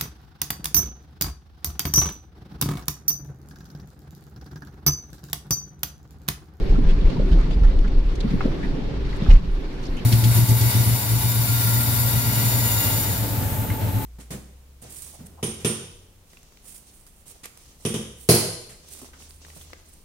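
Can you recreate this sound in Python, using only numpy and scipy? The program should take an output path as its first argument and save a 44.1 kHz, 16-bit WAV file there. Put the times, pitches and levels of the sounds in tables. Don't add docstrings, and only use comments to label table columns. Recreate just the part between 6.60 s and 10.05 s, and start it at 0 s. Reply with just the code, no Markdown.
import sys
import numpy as np
from scipy import signal
from scipy.io import wavfile

SR = 44100
rng = np.random.default_rng(int(sys.argv[2]) if len(sys.argv) > 2 else 0)


def wav_record(signal):
    frames = np.transpose(np.atleast_2d(signal))
    bounded = np.clip(frames, -1, 1)
    quanta = np.round(bounded * 32767).astype(np.int16)
    wavfile.write(sys.argv[1], SR, quanta)


N = 152145
TIME = np.arange(N) / SR
LEFT_RIGHT = np.array([[1], [-1]])


def from_db(db):
    return 10 ** (np.asarray(db) / 20)


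def unit_rms(x):
    return x / np.sqrt(np.mean(x ** 2) + 1e-20)


def at_hz(points, hz):
    frequencies, values = np.transpose(points)
    return np.interp(np.log(hz), np.log(frequencies), values)


def drift(rate_hz):
    step = 40
    pole = np.exp(-2 * np.pi * rate_hz * step / SR)
    slow = signal.lfilter([1], [1, -2 * pole, pole * pole], rng.standard_normal(N // step + 2002))[2000:]
    return np.interp(np.arange(N) / step, np.arange(len(slow)), unit_rms(slow))


def ring(force, hz, t60):
    r, w = from_db(-60 / (t60 * SR)), 2 * np.pi * hz / SR
    return signal.lfilter([0, np.sin(w)], [1, -2 * r * np.cos(w), r * r], force + 1e-18)


# frequency in Hz, correlation.
EAR_CORRELATION = [(25, 0.92), (60, 1), (125, 0.79), (250, 0.92), (500, 0.26), (1000, 0.011), (8000, 0.016)]
def stereo(mid, side, hz):
    alike = np.clip(at_hz(EAR_CORRELATION, hz), -1, 1)
    return np.sqrt(1 + alike) * mid + np.sqrt(1 - alike) * side * LEFT_RIGHT


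def banded_noise(spectrum, flicker_db, flicker_hz):
    out, common = 0, drift(flicker_hz)
    bottom_hz, top_hz = spectrum[0][0], min(spectrum[-1][0], 16000)
    edges = bottom_hz * 2 ** np.arange(0, np.log2(top_hz / bottom_hz) + .3, 1 / 3)
    white = rng.standard_normal((2, 2, N + SR // 2))
    for k, (low, high) in enumerate(zip(edges, edges[1:])):
        band = signal.butter(2, [low, high], "band", fs=SR, output="sos")
        mid, side = signal.sosfilt(band, white[k % 2])[:, SR // 2:]
        hz = np.sqrt(low * high)
        flicker = 2 * np.tanh(.35 * (common + drift(flicker_hz)))
        out = out + from_db(at_hz(spectrum, hz) + flicker_db * flicker) * stereo(mid, side, hz)
    return unit_rms(out)


# frequency in Hz, relative density in dB.
RUMBLE_SPECTRUM = [(7.1, -29), (12, -2.5), (27, -9.5), (38, -8), (51, -10), (86, -33.5), (110, -13.5),
                   (140, -50.5), (240, -120)]
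# time in seconds, level in dB.
RUMBLE_LEVELS = [(0, -22), (1.5, -24), (2.2, -29), (3.45, -30)]
def rumble():
    level_db = np.interp(TIME, *np.transpose(RUMBLE_LEVELS))
    return from_db(level_db) * banded_noise(RUMBLE_SPECTRUM, flicker_db=5.5, flicker_hz=1.4)


# frequency in Hz, bandwidth in Hz, level in dB.
BODY_RESONANCES = [(69.3, 2, -57), (129.4, 20, -40), (140.2, 24, -42), (284.6, 7.4, -43), (380.8, 3.7, -45)]
def cabin_tones():
    out = 0
    for hz, width, db in BODY_RESONANCES:
        driven = ring(rng.standard_normal((2, N + SR // 2)), hz, t60=2.2 / width)
        mid, side = unit_rms(driven[:, SR // 2:])
        out = out + from_db(db - 3) * stereo(mid, side, hz)
    return out


# time in seconds, then drone, roar, hiss and treble levels in dB.
ROAD_LEVELS = [(0.0, -29, -30.5, -42.5, -63.5), (0.388, -28.5, -33.5, -41.5, -69),
               (0.819, -30.5, -35.5, -41.5, -67.5), (1.36, -43, -37.5, -45.5, -72.5),
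               (1.822, -34, -34, -40, -64.5), (2.2, -36, -34.5, -42, -69), (2.46, -35, -36, -42, -73),
               (2.51, -41, -38, -40.5, -66), (2.679, -33.5, -30.5, -38.5, -64),
               (2.77, -39, -42, -42.5, -68), (2.818, -35, -38.5, -46, -69),
               (2.971, -43.5, -39.5, -44.5, -66), (3.45, -36, -38.5, -41.5, -64.5)]
# frequency in Hz, relative density in dB.
DRONE_SPECTRUM = [(62, -36.5), (105, -7.5), (151, -2), (200, -0.5), (260, -34), (440, -120)]
ROAR_SPECTRUM = [(110, -37), (190, -13.5), (232, -1.5), (281, -4), (393, -4.5), (714, -21), (800, -18.5),
                 (1040, -42.5), (1760, -120)]
HISS_SPECTRUM = [(290, -24.5), (500, 0), (716, -20.5), (853, -5), (1510, -11.5), (1940, -11), (3130, -15.5),
                 (4030, -15), (5850, -25), (8000, -45), (10400, -75), (17600, -120)]
TREBLE_SPECTRUM = [(4120, -16), (7000, -10), (8690, -10.5), (11200, -7.5), (13800, -14), (15500, -47)]
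def road_noise():
    times, *levels = np.transpose(ROAD_LEVELS)
    drone_db, roar_db, hiss_db, treble_db = [np.interp(TIME, times, level) for level in levels]
    drone = from_db(drone_db) * banded_noise(DRONE_SPECTRUM, flicker_db=2, flicker_hz=9.7)
    roar = from_db(roar_db) * banded_noise(ROAR_SPECTRUM, flicker_db=3, flicker_hz=4.06)
    tones = from_db(roar_db - roar_db.mean()) * cabin_tones()
    hiss = from_db(hiss_db) * banded_noise(HISS_SPECTRUM, flicker_db=2, flicker_hz=16.6)
    treble = from_db(treble_db) * banded_noise(TREBLE_SPECTRUM, flicker_db=3, flicker_hz=11)
    return drone + roar + tones + hiss + treble


# start in seconds, level in dB, settled pitch in Hz,
# time until release in seconds.
RUTS = [(0.019, -19, 29.4, 0.021), (0.096, -11.5, 26.8, 0.055), (0.161, -17, 24.8, 0.1),
        (0.252, -11, 22.9, 0.092), (0.369, -14.5, 29.2, 0.03), (0.443, -8.5, 26, 0.035),
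        (0.59, -16.5, 29.4, 0.055), (0.647, -19, 26.7, 0.049), (0.712, -11, 34.4, 0.093),
        (0.834, -20.5, 29.8, 0.2), (.96, -16, 38, 0.079), (1.019, -8, 28.2, 0.072),
        (1.154, -11, 26.1, 0.053), (1.218, -18.5, 27.3, 0.068), (1.328, -13.5, 24.3, 0.07),
        (1.45, -17.5, 27.3, 0.075), (1.574, -20.5, 31.8, 0.054), (1.677, -28, 30.6, 0.071),
        (1.842, -22, 25.3, 0.08), (2.058, -21.5, 26, 0.051), (2.686, -4, 28.8, 0.073),
        (2.772, -24, 29.8, 0.023), (2.876, -21, 29.8, 0.11), (2.987, -24.5, 27.3, 0.073),
        (3.136, -28, 25.3, 0.11), (3.289, -21.5, 22.9, 0.069)]
def cabin_booms():
    attack_s, release_s = 0.0058, 0.011
    overshoot, settle_s = 0.99, 0.013
    floor_hz, floor_db, floor_fade_s = 60, -9.5, 0.029
    ear_spread_db = 0.73
    out = np.zeros((2, N))
    for (start, db, hz, length), lean in zip(RUTS, rng.normal(0, 1, len(RUTS))):
        t = np.maximum(TIME - start, 0)
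        attack = 1 - np.exp(-t / attack_s)
        release = np.exp(-.5 * (np.maximum(t - length, 0) / release_s) ** 2)
        turns = hz * (t + overshoot * settle_s * (1 - np.exp(-t / settle_s)))
        floor_pan = from_db(floor_db) * np.exp(-t / floor_fade_s) * np.sin(2 * np.pi * floor_hz * t)
        gain = np.sqrt(2) * from_db(db + ear_spread_db * lean * LEFT_RIGHT)
        out += gain * attack * release * (np.sin(2 * np.pi * turns) + floor_pan)
    return out


# start in seconds, relative level in dB,
# band centre in Hz, bandwidth in octaves, time until the fade in seconds.
TRIM_RATTLES = [(0.092, -52.5, 3000, 2.1, 0.024), (0.154, -46, 1330, 1.2, 0.01),
                (0.565, -41, 920, 0.74, 0.0066), (0.906, -41.5, 900, 2, 0.0099),
                (1.035, -43, 1260, 1.5, 0.019), (1.242, -47, 1640, 0.67, 0.019),
                (0.289, -47, 3500, 1.14, 0.029), (0.387, -52, 3230, 1.2, 0.0049),
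                (.474, -72, 3010, 1, .005), (0.409, -50.5, 3540, 0.5, 0.01), (0.5, -48, 3880, 0.88, 0.007),
                (0.57, -58, 4230, 0.78, 0.0035), (0.716, -48.5, 3930, 0.78, 0.025),
                (0.784, -45, 1340, 1.8, 0.031), (0.909, -50.5, 3850, 0.88, 0.037),
                (1.189, -46.5, 3780, 1.2, 0.0021), (1.278, -48.5, 3440, 1.1, 0.0033),
                (1.554, -47.5, 6450, 1.6, 0.004), (1.604, -41, 4600, 0.57, 0.0068),
                (1.601, -57, 8250, 0.69, 0.0057), (1.705, -47.5, 3370, 1.3, 0.0067),
                (2.028, -43.5, 2110, 0.49, 0.022), (2.491, -53, 3900, 0.52, .02),
                (2.53, -49, 2030, .4, 0.01), (2.558, -59.5, 10500, 0.79, 0.013),
                (2.618, -52.5, 3700, 0.42, 0.063), (2.694, -38.5, 850, 1.85, 0.025),
                (2.704, -37.5, 2860, 0.93, 0.013), (2.71, -52, 5900, .8, 0.028),
                (2.755, -46.5, 2970, 0.53, 0.0043), (3.228, -55, 10300, 2.6, 0.017),
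                (3.252, -50.5, 5700, 0.75, 0.019), (3.368, -57, 10100, 1.4, .008),
                (3.371, -48, 3200, 0.74, 0.027)]
def trim_rattles():
    clicks_per_s, fade_s = 2200, .004
    tail_db, tail_s = -11.5, 0.0067
    ring_db, ring_t60_s = -35, .016
    upholstery = signal.butter(2, 5500, fs=SR, output="sos")
    out, size = np.zeros((2, N + SR)), SR // 5
    t = np.arange(size) / SR
    for start, db, hz, octaves, length in TRIM_RATTLES:
        clicks = (rng.random((2, size)) < clicks_per_s / SR) * rng.standard_normal((2, size))
        clicks[:, 0] = rng.choice([-1, 1], 2)
        after = np.maximum(t - length, 0)
        envelope = np.exp(-after / fade_s) + from_db(tail_db) * np.exp(-after / tail_s)
        clicks *= envelope
        low, high = hz / 2 ** (octaves / 2), min(hz * 2 ** (octaves / 2), 14000)
        pitches = low * (high / low) ** rng.random(8)
        clicks += from_db(ring_db) * sum(ring(clicks, pitch, ring_t60_s) for pitch in pitches)
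        burst = signal.sosfilt(signal.butter(1, [low, high], "band", fs=SR, output="sos"), clicks)
        burst = signal.sosfilt(upholstery, burst)
        burst /= np.sqrt(np.mean(burst ** 2, axis=1, keepdims=True) / np.mean(envelope ** 2))
        onset = int(start * SR)
        out[:, onset:onset + size] += from_db(db + 3.5) * burst
    return out[:, :N]


# start in seconds, relative level in dB, pitch in Hz,
# 60 dB decay time at that pitch in seconds, tilt of the modes in dB per octave.
SUSPENSION_BLOWS = [(0.178, -21, 231, 0.069, -6), (.595, -26, 199.6, 0.049, 9),
                    (0.713, -26, 160.4, 0.18, -10), (1.24, -33.5, 188.5, 0.11, -10),
                    (1.642, -18.5, 197.5, 0.069, -8), (1.706, -21, 188, 0.049, -5),
                    (1.737, -17, 194, 0.056, -6), (1.852, -16.5, 216, 0.037, 5),
                    (2.618, -23, 145.6, 0.069, -1.5), (2.734, -18.5, 131, 0.038, -26)]
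# multiple of the pitch, relative level in dB.
PANEL_MODES = [(0.682, -7.5), (1.008, 7.5), (1.302, 4.5), (1.6, -10.5), (2.1, -5.5), (2.501, -6),
               (3.001, -14)]
def suspension_thuds():
    swell_s, rebound_s, rebound_db = 0.0066, .022, -7
    detune_spread, ear_spread_turns = 0.064, 0.14
    out, t = np.zeros((2, N + SR)), np.arange(SR // 2) / SR
    swell = 1 - np.exp(-t / swell_s)
    for start, db, hz, t60, tilt_db in SUSPENSION_BLOWS:
        for blow_s, blow_db in [(start, db), (start + rebound_s, db + rebound_db)]:
            onset = int(blow_s * SR)
            for multiple, mode_db in PANEL_MODES:
                lean, phase, detune = rng.normal(0, 1, 3)
                mode_hz = hz * (1 + (multiple - 1) * (1 + detune_spread * detune))
                turns = mode_hz * t + phase + ear_spread_turns * lean * LEFT_RIGHT / 2
                decay = from_db(-60 * t * multiple ** 0.11 / t60)
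                gain = from_db(blow_db + mode_db + tilt_db * np.log2(multiple) + 6.5)
                out[:, onset:onset + len(t)] += gain * swell * decay * np.sin(2 * np.pi * turns)
    return out[:, :N]


# start in seconds, relative level in dB.
PLASTIC_STRIKES = [(1.807, -19), (2.662, -34)]
# frequency in Hz, relative level in dB, 60 dB decay time in seconds.
PLASTIC_MODES = [(774, -3, 0.042), (1067, -7.5, 0.055), (1150, 6.5, 0.037), (1290, 14, 0.009),
                 (1535, 1, 0.024), (1670, -4.5, 0.041), (2150, -6.5, 0.047), (2590, -8.5, 0.052),
                 (3330, -26, 0.024)]
def plastic_knocks():
    touches_db, touches_fade_s = 4, .004
    soft_contact = signal.butter(2, 3500, fs=SR, output="sos")
    force, t = np.zeros((2, N)), np.arange(SR // 50) / SR
    for start, db in PLASTIC_STRIKES:
        touches = from_db(touches_db) * rng.standard_normal((2, len(t))) * np.exp(-t / touches_fade_s)
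        touches /= np.sqrt(touches_fade_s * SR)
        touches[:, 0] = 1
        onset = int(start * SR)
        force[:, onset:onset + len(t)] += from_db(db - 10) * touches
    force = signal.sosfilt(soft_contact, force)
    return sum(from_db(db) * (-1) ** k * ring(force, hz, t60)
               for k, (hz, db, t60) in enumerate(PLASTIC_MODES))


def scene():
    balance_db = -0.1
    mix = rumble() + road_noise() + cabin_booms() + suspension_thuds() + plastic_knocks() + trim_rattles()
    return mix * from_db(balance_db / 2 * LEFT_RIGHT)


def record(dry):
    rounded = dry / (1 + dry ** 8) ** (1 / 8)
    return signal.sosfilt(signal.cheby2(12, 70, 16000, fs=SR, output="sos"), rounded)


dry = scene()
out = record(dry)
wav_record(out)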